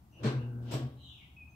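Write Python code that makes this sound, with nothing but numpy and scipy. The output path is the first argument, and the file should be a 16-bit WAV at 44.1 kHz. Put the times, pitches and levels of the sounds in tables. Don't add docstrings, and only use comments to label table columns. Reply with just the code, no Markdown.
import sys
import numpy as np
from scipy import signal
from scipy.fft import rfft, irfft, next_fast_len
from scipy.io import wavfile
from scipy.ndimage import map_coordinates

SR = 44100
rng = np.random.default_rng(int(sys.argv[2]) if len(sys.argv) > 2 else 0)


def output_pcm(signal):
    pcm = np.clip(np.atleast_2d(signal).T, -1, 1) * 32767
    wavfile.write(sys.argv[1], SR, np.round(pcm).astype(np.int16))


N = 68355
TIME = np.arange(N) / SR


def amp(db):
    return 10 ** (np.asarray(db) / 20)


def along(points, hz):
    point_hz, values = np.transpose(points)
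    return np.interp(np.log(hz + 1), np.log(point_hz + 1), values)


def wobble(rate_hz):
    return map_coordinates(rng.standard_normal(int(N * rate_hz / SR) + 4), [TIME * rate_hz])


def filtered(x, response):
    size = next_fast_len(N + SR // 4)
    return irfft(rfft(x, size) * response(np.fft.rfftfreq(size, 1 / SR)), size)[..., :N]


# frequency_hz, correlation
COHERENCE = [(100, 0.98), (290, 0.9), (480, 0.69), (700, 0.52), (1400, -0.11), (3000, -0.0017)]

def diffuse_noise(spectrum, low_cut_hz=0):
    def response(hz):
        angle = np.arccos(np.clip(along(COHERENCE, hz), -1, 1)) / 2
        gain = amp(along(spectrum, hz)) / (1 + (low_cut_hz / (hz + 1)) ** 10)
        return gain * np.array([np.cos(angle), np.sin(angle)])
    mid, side = filtered(rng.standard_normal((2, N)), response)
    stereo = np.array([mid + side, mid - side])
    return stereo / np.sqrt(np.mean(stereo ** 2))


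# frequency_hz, t60_s
GARAGE_DECAY = [(200, 0.46), (600, 0.53), (1500, 0.47), (3500, 0.39), (7500, 0.27), (13000, 0.27)]

def garage_decay(x, stretch=1, build_s=0.0033):
    hz, t, spectra = signal.stft(x, SR, nperseg=256)
    t60_s = stretch * along(GARAGE_DECAY, hz)[:, None]
    decayed = signal.istft(spectra * amp(-60 * t / t60_s), SR, nperseg=256)[1]
    return decayed[:, :N] * (1 - np.exp(-TIME / build_s))


def reverberate(x, direct, room, stretch=0.88):
    impulse = garage_decay(rng.standard_normal((2, N)), stretch)
    impulse /= np.linalg.norm(impulse[0])
    return direct * x + room * signal.fftconvolve(x[None], impulse, axes=1)[:, :N]


# frequency_hz, gain_db
RUMBLE_SPECTRUM = [(25, -10.5), (45, -17.5), (62, 3.5), (78, 10), (100, -4.5), (160, -3), (220, -8),
                   (320, -11.5), (450, -27), (800, -18), (1150, -23.5), (1700, -32.5), (4000, -36.5),
                   (9000, -39.5), (15000, -36)]
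# pitch_hz, level_db
RUMBLE_PARTIALS = [(80, -61.5), (120, -62.5), (217, -75)]
COIL_ON_S = 0.1866

def rumble(noise_db=-57.5, waver_db=1.0):
    tones = sum(amp(db + waver_db * wobble(7.8)) * np.sin(2 * np.pi * hz * (TIME - COIL_ON_S))
                for hz, db in RUMBLE_PARTIALS)
    return amp(noise_db) * diffuse_noise(RUMBLE_SPECTRUM) + tones


# start_s, end_s, final_level_db, swell_db, tilt_db_per_octave
LINKAGE_SLIDES = [(0.106, 0.229, -51, 32, -2), (0.616, 0.704, -51.5, 25, 2)]
# frequency_hz, gain_db
SCRAPE_SPECTRUM = [(100, -18.5), (230, -5), (335, 7), (420, -3), (540, 2.5), (800, -3), (1900, -18.5),
                   (3050, -9.5), (4300, -19), (5600, -21), (7000, -33), (15000, -52)]

def linkage(fall_s=0.038, pivot_hz=700):
    out = np.zeros((2, N))
    for start_s, end_s, final_db, swell_db, tilt in LINKAGE_SLIDES:
        swell = amp(final_db + swell_db * np.minimum((TIME - end_s) / (end_s - start_s), 0))
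        fall = np.exp(-np.maximum(TIME - end_s, 0) / fall_s)
        spectrum = [(hz, db + tilt * np.log2(hz / pivot_hz)) for hz, db in SCRAPE_SPECTRUM]
        out += (TIME > start_s) * swell * fall * diffuse_noise(spectrum)
    return out


def bird_phase(pitch_hz, depth_hz=0, trill_hz=136.7, uneven=0.176, rasp_hz=0):
    trill = np.sin(2 * np.pi * np.cumsum(trill_hz * (1 + uneven * wobble(90))) / SR)
    return 2 * np.pi * np.cumsum(pitch_hz + depth_hz * trill + rasp_hz * wobble(450)) / SR


def gate(start_s, length_s, edge_s):
    return np.clip(np.minimum(TIME - start_s, start_s + length_s - TIME) / edge_s, 0, 1)


# start_s, length_s, start_hz, end_hz, level_db, trill_depth_hz
CHIRPS = [(0.122, 0.053, 2780, 2773, -66.5, 140), (0.111, 0.083, 6060, 5930, -78, 99),
          (.141, .046, 2790, 2730, -59, 120), (.386, .05, 2680, 2800, -61.5, 120),
          (0.848, 0.097, 3555, 3530, -76, 420), (1.486, 0.045, 6220, 6330, -79.5, 60)]

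def bird_chirps(edge_s=0.006):
    out = np.zeros(N)
    for start_s, length_s, start_hz, end_hz, db, depth_hz in CHIRPS:
        pitch_hz = np.interp(TIME, [start_s, start_s + length_s], [start_hz, end_hz])
        tone = np.sqrt(2) * np.sin(bird_phase(pitch_hz, depth_hz))
        out += amp(db) * gate(start_s, length_s, edge_s) * tone
    return reverberate(out, direct=0.6, room=0.72)


HUM_HARMONICS = [-37, -49, -57, -62, -80, -76.5, -76]
# frequency_hz, gain_db
BUZZ_SPECTRUM = [(100, -3.5), (220, 10.5), (450, -3.5), (750, -9), (1200, -16), (1580, -7.5), (1900, -43),
                 (4000, -49), (9000, -38.5)]

def solenoid(hum_hz=120, off_s=0.698, rise_s=0.061, fall_s=0.051, buzz_db=-53.5):
    waver_db, jitter_rad, chatter_depth = 1.5, 0.17, 0.26
    t = TIME - COIL_ON_S
    envelope = np.clip(t / rise_s, 0, 1) * np.exp(-np.maximum(TIME - off_s, 0) / fall_s)
    phase = 2 * np.pi * hum_hz * t
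    hum = sum(amp(db + waver_db * wobble(30.25)) * np.sin(k * (phase + jitter_rad * wobble(38.94)))
              for k, db in enumerate(HUM_HARMONICS, 1))
    buzz = amp(buzz_db) * (1 + chatter_depth * np.sin(phase)) * diffuse_noise(BUZZ_SPECTRUM)
    return envelope * (hum + buzz)


# start_s, level_db
PULL_CONTACTS = [(.231, -39.5), (.241, -38), (.256, -35.5), (.269, -45), (.299, -55)]
RELEASE_CONTACTS = [(.624, -66), (.709, -41), (.718, -40.5), (.731, -39), (.746, -63.5), (.800, -60)]
# frequency_hz, gain_db
PULL_SPECTRUM = [(150, 3), (250, -4.5), (420, -4.5), (600, -11.5), (720, -16), (1160, -12.5), (1330, -17.5),
                 (1600, -16.5), (1900, -20), (2500, -19), (3300, -22), (4200, -19.5), (4900, -26.5),
                 (5900, -26), (6900, -33), (7800, -28.5), (9000, -39.5), (12000, -45.5), (15500, -54)]
RELEASE_SPECTRUM = [(150, 3), (250, -6.5), (340, -3), (600, -7), (850, -15.5), (1120, -14), (1400, -19),
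                    (2360, -21), (3000, -16.5), (4600, -21), (5500, -19.5), (6400, -26.5), (7400, -23),
                    (8050, -18), (8500, -29.5), (10400, -37.5), (12050, -29), (12800, -33), (14200, -32),
                    (15500, -44)]

def clatter():
    out = np.zeros((2, N))
    for contacts, spectrum in (PULL_CONTACTS, PULL_SPECTRUM), (RELEASE_CONTACTS, RELEASE_SPECTRUM):
        for start_s, db in contacts:
            start = round(start_s * SR)
            burst = garage_decay(diffuse_noise(spectrum, low_cut_hz=205))
            out[:, start:] += amp(db) * burst[:, :N - start]
    return out


def mode(start_s, pitch_hz, t60_s, rise_s):
    t = np.maximum(TIME - start_s, 0)
    return np.sin(2 * np.pi * pitch_hz * t) * amp(-60 * t / t60_s) * (1 - np.exp(-t / rise_s))


# start_s, pitch_hz, level_db, t60_s
ARMATURE_KNOCKS = [(0.2422, 221, -3, 0.076), (.241, 460, -15.5, 0.091), (.236, 590, -21, 0.076),
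                   (.232, 620, -27, 0.13), (.328, 322, -20, 0.092), (.709, 332, -26, 0.11),
                   (.716, 950, -26, 0.076), (.797, 238, -26, 0.22), (.790, 323, -20.5, .12),
                   (.815, 710, -27, 0.071)]

def armature(rise_s=0.049):
    return sum(amp(db) * mode(start_s, hz, t60_s, rise_s) for start_s, hz, db, t60_s in ARMATURE_KNOCKS)


# start_s, boom_gain_db
CABINET_BLOWS = [(.2486, 1.5), (0.7316, -2)]
# pitch_hz, level_db, t60_s
BASS_MODES = [(121.4, -23.5, 0.51), (130.12, -14, 0.38), (137.6, -25.5, 0.49)]
# pitch_hz, pull_level_db, release_level_db, t60_s
PANEL_MODES = [(225.9, -37, -42, 0.65), (271.8, -49, -41.5, 0.767), (319.4, -45, -40, 0.52),
               (422, -35.5, -50, 0.32), (450, -60, -46, 0.45), (490.5, -48, -74.5, 0.79),
               (551.5, -55.5, -66, 0.31), (613, -55, -64, 0.46), (645, -52, -48.5, 0.45),
               (759.6, -49.5, -54.5, 0.49), (1115, -53, -51.5, 0.58), (1558, -51, -64, 0.48),
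               (1560, -49, -65, 0.73), (1660, -53, -56, 0.51)]

def cabinet(boom_rise_s=0.066, ring_rise_s=0.0027, scatter_db=0.64):
    out = np.zeros((2, N))
    for blow, (start_s, boom_db) in enumerate(CABINET_BLOWS):
        for hz, db, t60_s in BASS_MODES:
            out += amp(boom_db + db) * mode(start_s, hz, t60_s, boom_rise_s)
        for hz, *levels_db, t60_s in PANEL_MODES:
            channel_gains = amp(levels_db[blow] + rng.normal(0, scatter_db, (2, 1)))
            out += channel_gains * mode(start_s, hz, t60_s, ring_rise_s)
    return out


# time_s, lower_pitch_hz, upper_pitch_hz, level_db
CALL_CONTOUR = [(0.967, 3080, 3930, -68.5), (1.003, 3090, 3950, -61.5), (1.042, 3150, 3830, -53),
                (1.086, 3130, 3600, -55.5), (1.13, 2790, 3480, -58), (1.18, 2570, 3130, -61.5),
                (1.222, 2220, 2820, -59.5), (1.245, 2250, 2950, -85)]

def bird_call(overtone_db=-22.5):
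    times_s, *columns = np.transpose(CALL_CONTOUR)
    lower_hz, upper_hz, level_db = [np.interp(TIME, times_s, column) for column in columns]
    envelope = amp(level_db) * (TIME > times_s[0]) * (TIME < times_s[-1])
    out = np.zeros(N)
    for pitch_hz in (lower_hz, upper_hz):
        phase = bird_phase(pitch_hz, depth_hz=155, uneven=0.3, rasp_hz=60)
        out += envelope * (np.sin(phase) + amp(overtone_db) * np.sin(2 * phase))
    return reverberate(out, direct=0.35, room=0.9, stretch=1.55)


# start_s, length_s, pitch_hz, level_db
WHISTLE_FLUTTER = [(1.364, .039, 2532, -56), (1.403, .039, 2485, -52.5), (1.452, .014, 2504, -58),
                   (1.472, 0.017, 2520, -59), (1.516, 0.039, 2510, -66)]

def bird_whistle(edge_s=0.0038):
    out = np.zeros(N)
    for start_s, length_s, pitch_hz, db in WHISTLE_FLUTTER:
        tone = np.sqrt(2) * np.sin(bird_phase(pitch_hz, rasp_hz=22))
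        out += amp(db) * gate(start_s, length_s, edge_s) * tone
    return reverberate(out, direct=0.95, room=0.5)


def scene(left_lead_s=0.0002, pan_db=0.74):
    sides = np.array([[1], [-1]])
    indoors = rumble() + linkage() + solenoid() + clatter() + armature() + cabinet()
    indoors = filtered(indoors, lambda hz: np.exp(1j * np.pi * hz * left_lead_s * sides))
    birds = bird_chirps() + bird_call() + bird_whistle()
    return (indoors + birds) * amp(pan_db * sides)


def record(dry, cutoff_hz=15720):
    return filtered(dry, lambda hz: hz < cutoff_hz)


dry = scene()
out = record(dry)
output_pcm(out)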